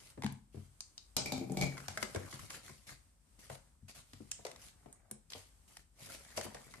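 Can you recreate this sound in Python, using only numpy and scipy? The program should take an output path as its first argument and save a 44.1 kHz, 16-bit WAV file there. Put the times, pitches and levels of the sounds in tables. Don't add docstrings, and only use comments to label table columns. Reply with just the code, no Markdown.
import sys
import numpy as np
from scipy import signal
from scipy.fft import rfft, irfft, next_fast_len
from scipy.io import wavfile
from scipy.ndimage import uniform_filter1d, map_coordinates

SR = 44100
rng = np.random.default_rng(int(sys.argv[2]) if len(sys.argv) > 2 else 0)


def wav_record(signal):
    frames = np.transpose(np.atleast_2d(signal))
    bounded = np.clip(frames, -1, 1)
    quanta = np.round(bounded * 32767).astype(np.int16)
    wavfile.write(sys.argv[1], SR, quanta)


N = 299858
TIME = np.arange(N) / SR
HIT_TIME = np.arange(SR // 2) / SR
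SIDES = np.array([[.5], [-.5]])
TOP_HZ = 15900

# t/s, level/dB, centre f/Hz
BUCKLES = [(0.324,-44.5,13000), (0.806,-35,5370), (0.806,-36,8270), (0.979,-37.5,4470), (1.52,-40,9000),
           (4.3134,-31,8360), (4.3163,-29.5,7300), (4.3157,-38,3350), (4.3206,-50,2030), (4.927,-45.5,9900),
           (5.1122,-32,11300), (5.3027,-43,4700), (5.3341,-35,3730), (6.374,-31,5430)]
# t/s, level/dB
CARD_TAPS = [(1.7703,-44), (1.779,-39.5), (1.8027,-45), (1.9745,-29.5), (2.027,-28), (2.16,-34.5),
             (2.327,-42.5), (2.344,-51), (2.393,-45), (2.507,-44.5), (2.68,-48), (2.695,-48.5),
             (2.892,-44.5), (3.5,-46.5), (6.739,-44)]
CARD_MODES = [1070, 1350, 1622, 2054]
# t/s, level/dB
SHEET_SLAPS = [(1.882,-31.5), (2.028,-31), (2.147,-37.5), (4.133,-46), (4.4502,-37.5), (4.466,-38.5),
               (6.379,-35.5), (6.546,-41)]
# t/s, level/dB
CREASE_TICKS = [(2.341,-40.5), (2.504,-35.5), (2.548,-43), (3.553,-45), (4.515,-42.5), (4.561,-45),
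                (5.321,-40), (5.7698,-40), (6.25,-50), (6.304,-51), (6.412,-33)]
# f/Hz, level/dB
SHEET_EQ = [(150, -42), (500, 2), (820, 6), (1300, 6), (2000, 6), (3200, 2.5), (7500, 4), (12000, -6.5),
            (15500, -17.5)]
# t/s, swell/s, time to release/s, level/dB
SLIDE_STROKES = [(0,0.0022,0.11,-62), (0.509,0.042,0.15,-70.5), (1.99,0.024,0.045,-52),
                 (2.278,0.033,0.075,-54.5), (2.38,0.023,0.084,-58), (2.495,0.0076,0.08,-52.5),
                 (2.623,0.019,0.065,-58.5), (2.861,0.017,0.068,-54.5), (3.381,0.019,0.074,-60.5),
                 (3.491,0.0088,0.062,-58.5), (3.878,0.011,0.02,-52.5), (3.941,0.015,0.057,-58),
                 (4.577,0.037,0.11,-59), (5.295,0.013,0.04,-56.5), (5.673,0.01,0.13,-65.5),
                 (5.996,0.025,0.068,-55.5), (6.066,0.079,0.083,-50), (6.357,0.022,0.02,-42.5),
                 (6.417,0.028,0.031,-46.5)]
# t/s, hiss level/dB, flex level/dB
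HANDLING_FADERS = [(1.72, -58, -57), (2.34, -56.5, -54.5), (2.55, -64.5, -59.5), (2.72, -58.5, -75),
                   (3.05, -85, -83), (3.37, -86, -88), (3.52, -61, -64), (3.85, -114, -91),
                   (4.09, -67.5, -89), (4.25, -69, -74.5), (4.55, -65, -59), (4.68, -78, -71),
                   (5.0, -103, -68.5), (5.28, -95, -89.5), (5.36, -51, -58.5), (5.56, -81, -101.5),
                   (5.93, -93, -98), (6.0, -55.5, -61.5), (6.2, -58.5, -61), (6.8, -61.5, -59)]
# f/Hz, level/dB
SLIDE_EQ = [(880, -16), (1500, -15), (1850, -19), (2040, -9), (3570, -11.5), (4630, -10), (11300, -10.5),
            (15000, -24.5)]
# f/Hz, level/dB
FLEX_EQ = [(60, 5.5), (130, 12.5), (400, -1.5), (640, 3), (900, -3.5), (1300, -1), (2200, -1),
           (3400, -38.5)]
# t/s, pat level/dB, pat f/Hz, desk boom level/dB
TOUCHDOWNS = [(0.175,-44.5,410,-39), (0.237,-37.5,214,-26.5), (0.318,-56,236,-44), (0.544,-47.5,328,-43.5),
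              (0.57,-47,297,-40), (1.883,-47,726,-44.5), (1.972,-42.5,650,-50), (2.027,-39,370,-44),
              (2.148,-34,418,-41), (2.16,-31.5,344,-34), (2.331,-50,340,-44.5), (2.694,-52,380,-51),
              (2.902,-82,250,-55), (3.499,-42,634,-45), (3.824,-74,231,-48.5), (4.133,-54.5,246,-50.5),
              (4.204,-46,213,-48), (4.392,-52.5,466,-55.5), (4.451,-37.5,495,-75), (4.859,-48,415,-58.5),
              (5.112,-48,375,-48.5), (5.35,-44.5,636,-51), (6.376,-32.5,612,-44.5), (6.451,-39,262,-44.5),
              (6.463,-43.5,610,-67), (6.548,-42,570,-62)]
# f/Hz, level/dB, t60/s
DESK_MODES = [(95.3, -7.5, 0.17), (134, -3.5, 0.24), (212.4, 6, 0.13), (259.7, -3.5, 0.15),
              (325, -10.5, 0.15)]
CREAK_SLIPS = [0.2225, 0.236, 0.2445, 0.264]
# f/Hz, level/dB
WOOD_EQ = [(500, -14), (860, 14), (1300, -0.5), (2100, 6.5), (2600, -2), (3800, 0.5), (5200, -5),
           (11000, -9), (15000, -34)]
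# t/s, frame level/dB, crack over frame/dB, spring over frame/dB
CHAIR_CLUNKS = [(1.1663, -32.5, 11.5, -9.5), (1.259, -37.5, 3.5, 2.5), (1.321, -32.5, 2, -10),
                (1.378, -35.5, -7, -11.5), (1.412, -30, -29, -20), (1.497, -30.5, -22.5, -22),
                (1.571, -27.5, -6.5, -12), (1.612, -30, 1, -7), (1.622, -30.5, -2.5, 2)]
# f/Hz, level/dB
CRACK_EQ = [(590, -8), (1000, -12.5), (1900, -18), (3200, -12), (3900, -6), (6700, -7.5), (8500, -13),
            (10500, -16.5), (12200, -10.5), (15500, -26)]
# f/Hz, level/dB, t60/s
FRAME_MODES = [(135.7, 1.5, 0.4), (186, 3, 0.12), (258.8, 1.5, 0.24), (342.7, 2, 0.12), (448, 0.5, 0.059),
               (608, 5.5, 0.047), (748, -0.5, 0.084), (784, 6.5, 0.039)]
# f/Hz, level/dB, t60/s
SPRING_MODES = [(2273, 9, 0.015), (2370, -1, 0.033)]
# t/s, level/dB
ROLL_FADER = [(1.18, -53.5), (1.3, -51), (1.41, -52.5), (1.465, -54.5), (1.64, -44), (1.72, -55),
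              (1.85, -64)]
# f/Hz, level/dB
ROLL_EQ = [(60, -2), (130, -4), (270, -7), (420, -8), (750, -11), (1100, -20.5), (2000, -30)]
# t/s, level/dB, f/Hz
SPRING_TWANGS = [(1.271, -55, 2370), (1.617, -40, 2273)]
# f/Hz, level/dB, t60/s
STEEL_MODES = [(8740, 4, 0.12), (8500, -1, 0.1)]
# f/Hz, level/dB
ROOM_TONE_EQ = [(28, -16), (46, 8), (90, -5), (140, -11), (250, -13), (450, -21.5), (1000, -22.5),
                (2000, -28), (4000, -29.5), (7000, -26), (8500, -20), (10000, -28), (13000, -32.5)]
HISS_DIPS = [0.47, 3.19, 3.8, 5.04, 5.24, 5.9]
# f/Hz, t60/s
REVERB_DECAY = [(120, 0.64), (300, 0.21), (1000, 0.34), (4000, 0.31), (8500, 0.3), (11000, 0.1),
                (14000, 0.047)]
# f/Hz, level/dB
REVERB_EQ = [(100, -9), (400, -2.5), (1500, -3), (7000, -3), (10000, -3.5), (14000, -21.5)]
# f/Hz, left minus right level/dB
PORT_BALANCE = [(50, 5), (250, 4.5), (1200, 3.5), (2500, 3), (5000, 4.5), (8500, -4.5), (12000, -0.5)]


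def sheet_snaps():
    buckles = clicks([(s, db, fold_colour(hz)) for s, db, hz in BUCKLES], t60=0.019, wet_db=-6.5)
    taps = clicks([(s, db, card_colour) for s, db in CARD_TAPS], t60=0.035, wet_db=-9.5)
    slaps = clicks([(s, db, eq(SHEET_EQ)) for s, db in SHEET_SLAPS], t60=0.025, wet_db=-5, edge=0)
    ticks = clicks([(s, db, eq(SHEET_EQ)) for s, db in CREASE_TICKS], t60=0.017, wet_db=-17.5)
    return buckles + taps + slaps + ticks


def fold_colour(hz):
    return lambda f: eq(SHEET_EQ)(f) * hump(f, hz, octaves=0.4, skirt_db=-20)


def card_colour(f):
    return eq(SHEET_EQ)(f) * sum(hump(f, hz, octaves=0.093, skirt_db=-21) for hz in CARD_MODES)


def sheet_slides():
    strokes = np.zeros(N)
    for s, rise, hold, db in SLIDE_STROKES:
        swell = np.sin(np.pi / 2 * np.clip(HIT_TIME / rise, 0, 1)) ** 2
        release = np.exp(-np.maximum(HIT_TIME - hold, 0) / 0.017)
        add(strokes, s, amp(db) * swell * release)
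    hiss_db, flex_db = curves(HANDLING_FADERS)
    hiss_gain = np.hypot(amp(hiss_db - 3), strokes)
    flex_gain = np.hypot(amp(flex_db - 3.5), amp(-6) * strokes)
    grip = amp(0.9 * wobble(60))
    hiss = hiss_gain * friction(SLIDE_EQ, grain_db=2.5, grain_rate=700, patchy_db=2.5, alike=0.05)
    flex = flex_gain * friction(FLEX_EQ, grain_db=4.3, grain_rate=260, patchy_db=4.5, alike=0.57)
    return in_room(grip * (hiss + flex), wet_db=-7)[:, :N]


def friction(spectrum, grain_db, grain_rate, patchy_db, alike):
    slips = stereo_noise(N, alike) * amp(grain_db * wobble(grain_rate))
    bands = signal.stft(slips, nperseg=512)[2]
    bending = uniform_filter1d(rng.standard_normal(bands.shape[1:]), size=7, axis=0)
    bending = uniform_filter1d(bending, size=5, axis=1)
    slips = signal.istft(bands * amp(patchy_db * unit(bending)), nperseg=512)[1][:, :N]
    return unit(filtered(slips, eq(spectrum)))


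def sleeve_pats():
    out = np.zeros((2, N))
    t60 = 0.053
    for s, db, hz, _ in TOUCHDOWNS:
        hollow = lambda f: hump(f, hz, octaves=0.65, skirt_db=-19) / (1 + (f / (5 * hz)) ** 2)
        puff = burst(t60, hollow, rise=0.00055, alike=0.3, edge=0)
        note = ring([(hz, 0, t60)], TOP_HZ, rise=0.001, scatter_db=0, spread=0.5)
        pat = amp(-4.5) * note + amp(-0.5) * puff
        add(out, s, in_room(amp(db) * pat, wet_db=-3.5))
    return out


def desk_booms():
    out = np.zeros((2, N))
    lag_s = 0.0024
    for s, _, _, db in TOUCHDOWNS:
        contact_hz = 188 * 2 ** ((db + 30) / 9.5)
        boom = ring(DESK_MODES, contact_hz, rise=0.0095, scatter_db=5.5, spread=0.15)
        add(out, s + lag_s, in_room(amp(db) * boom, wet_db=-7.5))
    return out


def desk_creak():
    first_db, growth_db_per_s = -31.5, 100
    slips = [(s, first_db + growth_db_per_s * (s - CREAK_SLIPS[0]), eq(WOOD_EQ)) for s in CREAK_SLIPS]
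    return clicks(slips, t60=0.011, wet_db=-7, edge=0.9)


def chair():
    out = np.zeros((2, N))
    for s, db, crack_db, spring_db in CHAIR_CLUNKS:
        joint = rippled(eq(CRACK_EQ), depth_db=1.2, spacing_hz=120)
        crack = burst(0.027, joint, rise=0.00054, alike=0.12, edge=0.23)
        contact_hz = 1500 * 2 ** (crack_db / 14)
        frame = ring(FRAME_MODES, contact_hz, rise=0.00089, scatter_db=2, spread=0.5)
        rattle = amp(2.5 * wobble(300)[:len(HIT_TIME)])
        spring = rattle * ring(SPRING_MODES, cut_hz=5000, rise=0.001, scatter_db=2, spread=0.46)
        add(out, s, amp(db + crack_db) * in_room(crack, wet_db=0))
        add(out, s, in_room(amp(db) * (frame + amp(spring_db) * spring), wet_db=1.5))
    roll_db, = curves(ROLL_FADER)
    judder = amp(3 * wobble(70))
    rumble = unit(filtered(stereo_noise(N, alike=0.22) * judder, eq(ROLL_EQ)))
    return (out + amp(roll_db) * rumble) * amp(-0.5 * SIDES)


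def spring_twangs():
    out = np.zeros((2, N))
    t60 = 0.34
    for s, db, hz in SPRING_TWANGS:
        waver = amp(2 * wobble(90)[:len(HIT_TIME)])
        tone = ring([(hz, 0, t60)], TOP_HZ, rise=0.004, scatter_db=0, spread=0.4)
        add(out, s, amp(db) * waver * tone)
    return out


def binder_ping():
    out = np.zeros((2, N))
    steel = ring(STEEL_MODES, TOP_HZ, rise=0.0005, scatter_db=1, spread=0.5)
    add(out, 4.927, amp(-56.5) * steel)
    return out


def room_tone():
    colour = eq(ROOM_TONE_EQ)
    lows = lambda f: 1 / (1 + (f / 250) ** 2)
    rumble = filtered(stereo_noise(N, alike=0.9), lambda f: colour(f) * lows(f))
    hiss = filtered(stereo_noise(N, alike=0.087), lambda f: colour(f) * (1 - lows(f)))
    dips = sum(np.exp(-((TIME - s) / 0.1) ** 2) for s in HISS_DIPS)
    return amp(-65.5) * unit(rumble + amp(-6 * dips) * hiss)


def in_room(x, wet_db, build_s=0.0066, diffuse_hz=443):
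    hz, t, bands = signal.stft(rng.standard_normal((2, len(HIT_TIME))), SR, nperseg=256)
    bands = correlate(*bands, alike=1 / (1 + (hz[:, None] / diffuse_hz) ** 2))
    decay = 1e-3 ** (t / along(REVERB_DECAY, hz)[:, None])
    tail = signal.istft(bands * decay, SR, nperseg=256)[1][:, :len(HIT_TIME)]
    tail *= 1 - np.exp(-(HIT_TIME / build_s) ** 2)
    tail = coloured(tail / np.linalg.norm(tail[0]), eq(REVERB_EQ))
    direct = np.pad(x, ((0, 0), (0, len(HIT_TIME) - 1)))
    return direct + amp(wet_db) * signal.fftconvolve(x, tail, axes=1)


def clicks(rows, t60, wet_db, edge=0.56):
    out = np.zeros((2, N))
    for s, db, colour in rows:
        resonances = rippled(colour, depth_db=1.5, spacing_hz=330)
        snap = burst(t60, resonances, rise=0.00041, alike=0.21, edge=edge)
        add(out, s, in_room(amp(db) * snap, wet_db))
    return out


def burst(t60, colour, rise, alike, edge):
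    envelope = 1e-3 ** (HIT_TIME / t60) * (1 - np.exp(-HIT_TIME / rise))
    puff = envelope * stereo_noise(len(HIT_TIME), alike)
    puff[:, 0] = edge * np.linalg.norm(envelope)
    return unit(coloured(puff, colour)) * np.sqrt(np.mean(envelope ** 2))


def ring(modes, cut_hz, rise, scatter_db, spread):
    hz, db, t60 = np.transpose(modes)[:, :, None]
    strength = amp(db + scatter_db * rng.standard_normal(hz.shape)) / np.sqrt(1 + (hz / cut_hz) ** 4)
    phase = rng.uniform(0, 2 * np.pi, hz.shape) + spread * rng.standard_normal((2, len(hz), 1))
    partials = strength * 1e-3 ** (HIT_TIME / t60) * np.sin(2 * np.pi * hz * HIT_TIME + phase)
    tone = partials.sum(axis=1) * (1 - np.exp(-HIT_TIME / rise))
    return tone / np.abs(tone).max()


def rippled(colour, depth_db, spacing_hz):
    knots = rng.standard_normal(SR // 100)
    return lambda f: colour(f) * amp(depth_db * map_coordinates(knots, [f / spacing_hz], mode="nearest"))


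def hump(hz, centre_hz, octaves, skirt_db):
    return np.exp(-.5 * (np.log2((hz + 1) / centre_hz) / octaves) ** 2) + amp(skirt_db)


def eq(points):
    return lambda f: amp(along(points, f))


def along(points, hz):
    f, value = np.transpose(points)
    return np.interp(np.log(hz + 1), np.log(f + 1), value)


def filtered(x, gain):
    size = next_fast_len(N + SR // 2)
    return irfft(rfft(x, size) * gain(np.fft.rfftfreq(size, 1 / SR)), size)[..., :N]


def coloured(x, gain):
    size = 2 * len(HIT_TIME)
    magnitude = np.maximum(gain(np.fft.rfftfreq(size, 1 / SR)), 1e-6)
    cepstrum = irfft(np.log(magnitude))
    cepstrum[1:size // 2] *= 2
    cepstrum[size // 2 + 1:] = 0
    return irfft(rfft(x, size) * np.exp(rfft(cepstrum)))[..., :len(HIT_TIME)]


def curves(rows):
    s, *faders = np.transpose(rows)
    return [np.interp(TIME, s, db, left=-120, right=-120) for db in faders]


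def wobble(rate):
    return map_coordinates(rng.standard_normal(int(N * rate / SR) + 4), [TIME * rate])


def stereo_noise(size, alike):
    return correlate(*rng.standard_normal((2, size)), alike)


def correlate(mid, side, alike):
    angle = np.arccos(alike) / 2
    return np.cos(angle) * mid + np.sin(angle) * np.array([side, -side])


def add(track, s, sound):
    start = round(s * SR)
    part = track[..., start:start + sound.shape[-1]]
    part += sound[..., :part.shape[-1]]


def amp(db):
    return 10 ** (np.asarray(db) / 20)


def unit(x):
    return x / np.sqrt(np.mean(x ** 2) + 1e-20)


def scene():
    hits = desk_creak() + sheet_snaps() + binder_ping() + sleeve_pats() + desk_booms()
    return hits + chair() + spring_twangs() + sheet_slides() + room_tone()


def record(dry):
    lead_s, low_cut_hz, high_cut_hz = 0.00008, 35, 13800
    ports = lambda f: amp(SIDES * along(PORT_BALANCE, f)) * np.exp(2j * np.pi * f * lead_s * SIDES)
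    low_cut = lambda f: 1 - 1 / (1 + (f / low_cut_hz) ** 4)
    high_cut = lambda f: (f < TOP_HZ) / (1 + (f / high_cut_hz) ** 20)
    return filtered(dry, lambda f: ports(f) * low_cut(f) * high_cut(f))


dry = scene()
out = record(dry)
wav_record(out)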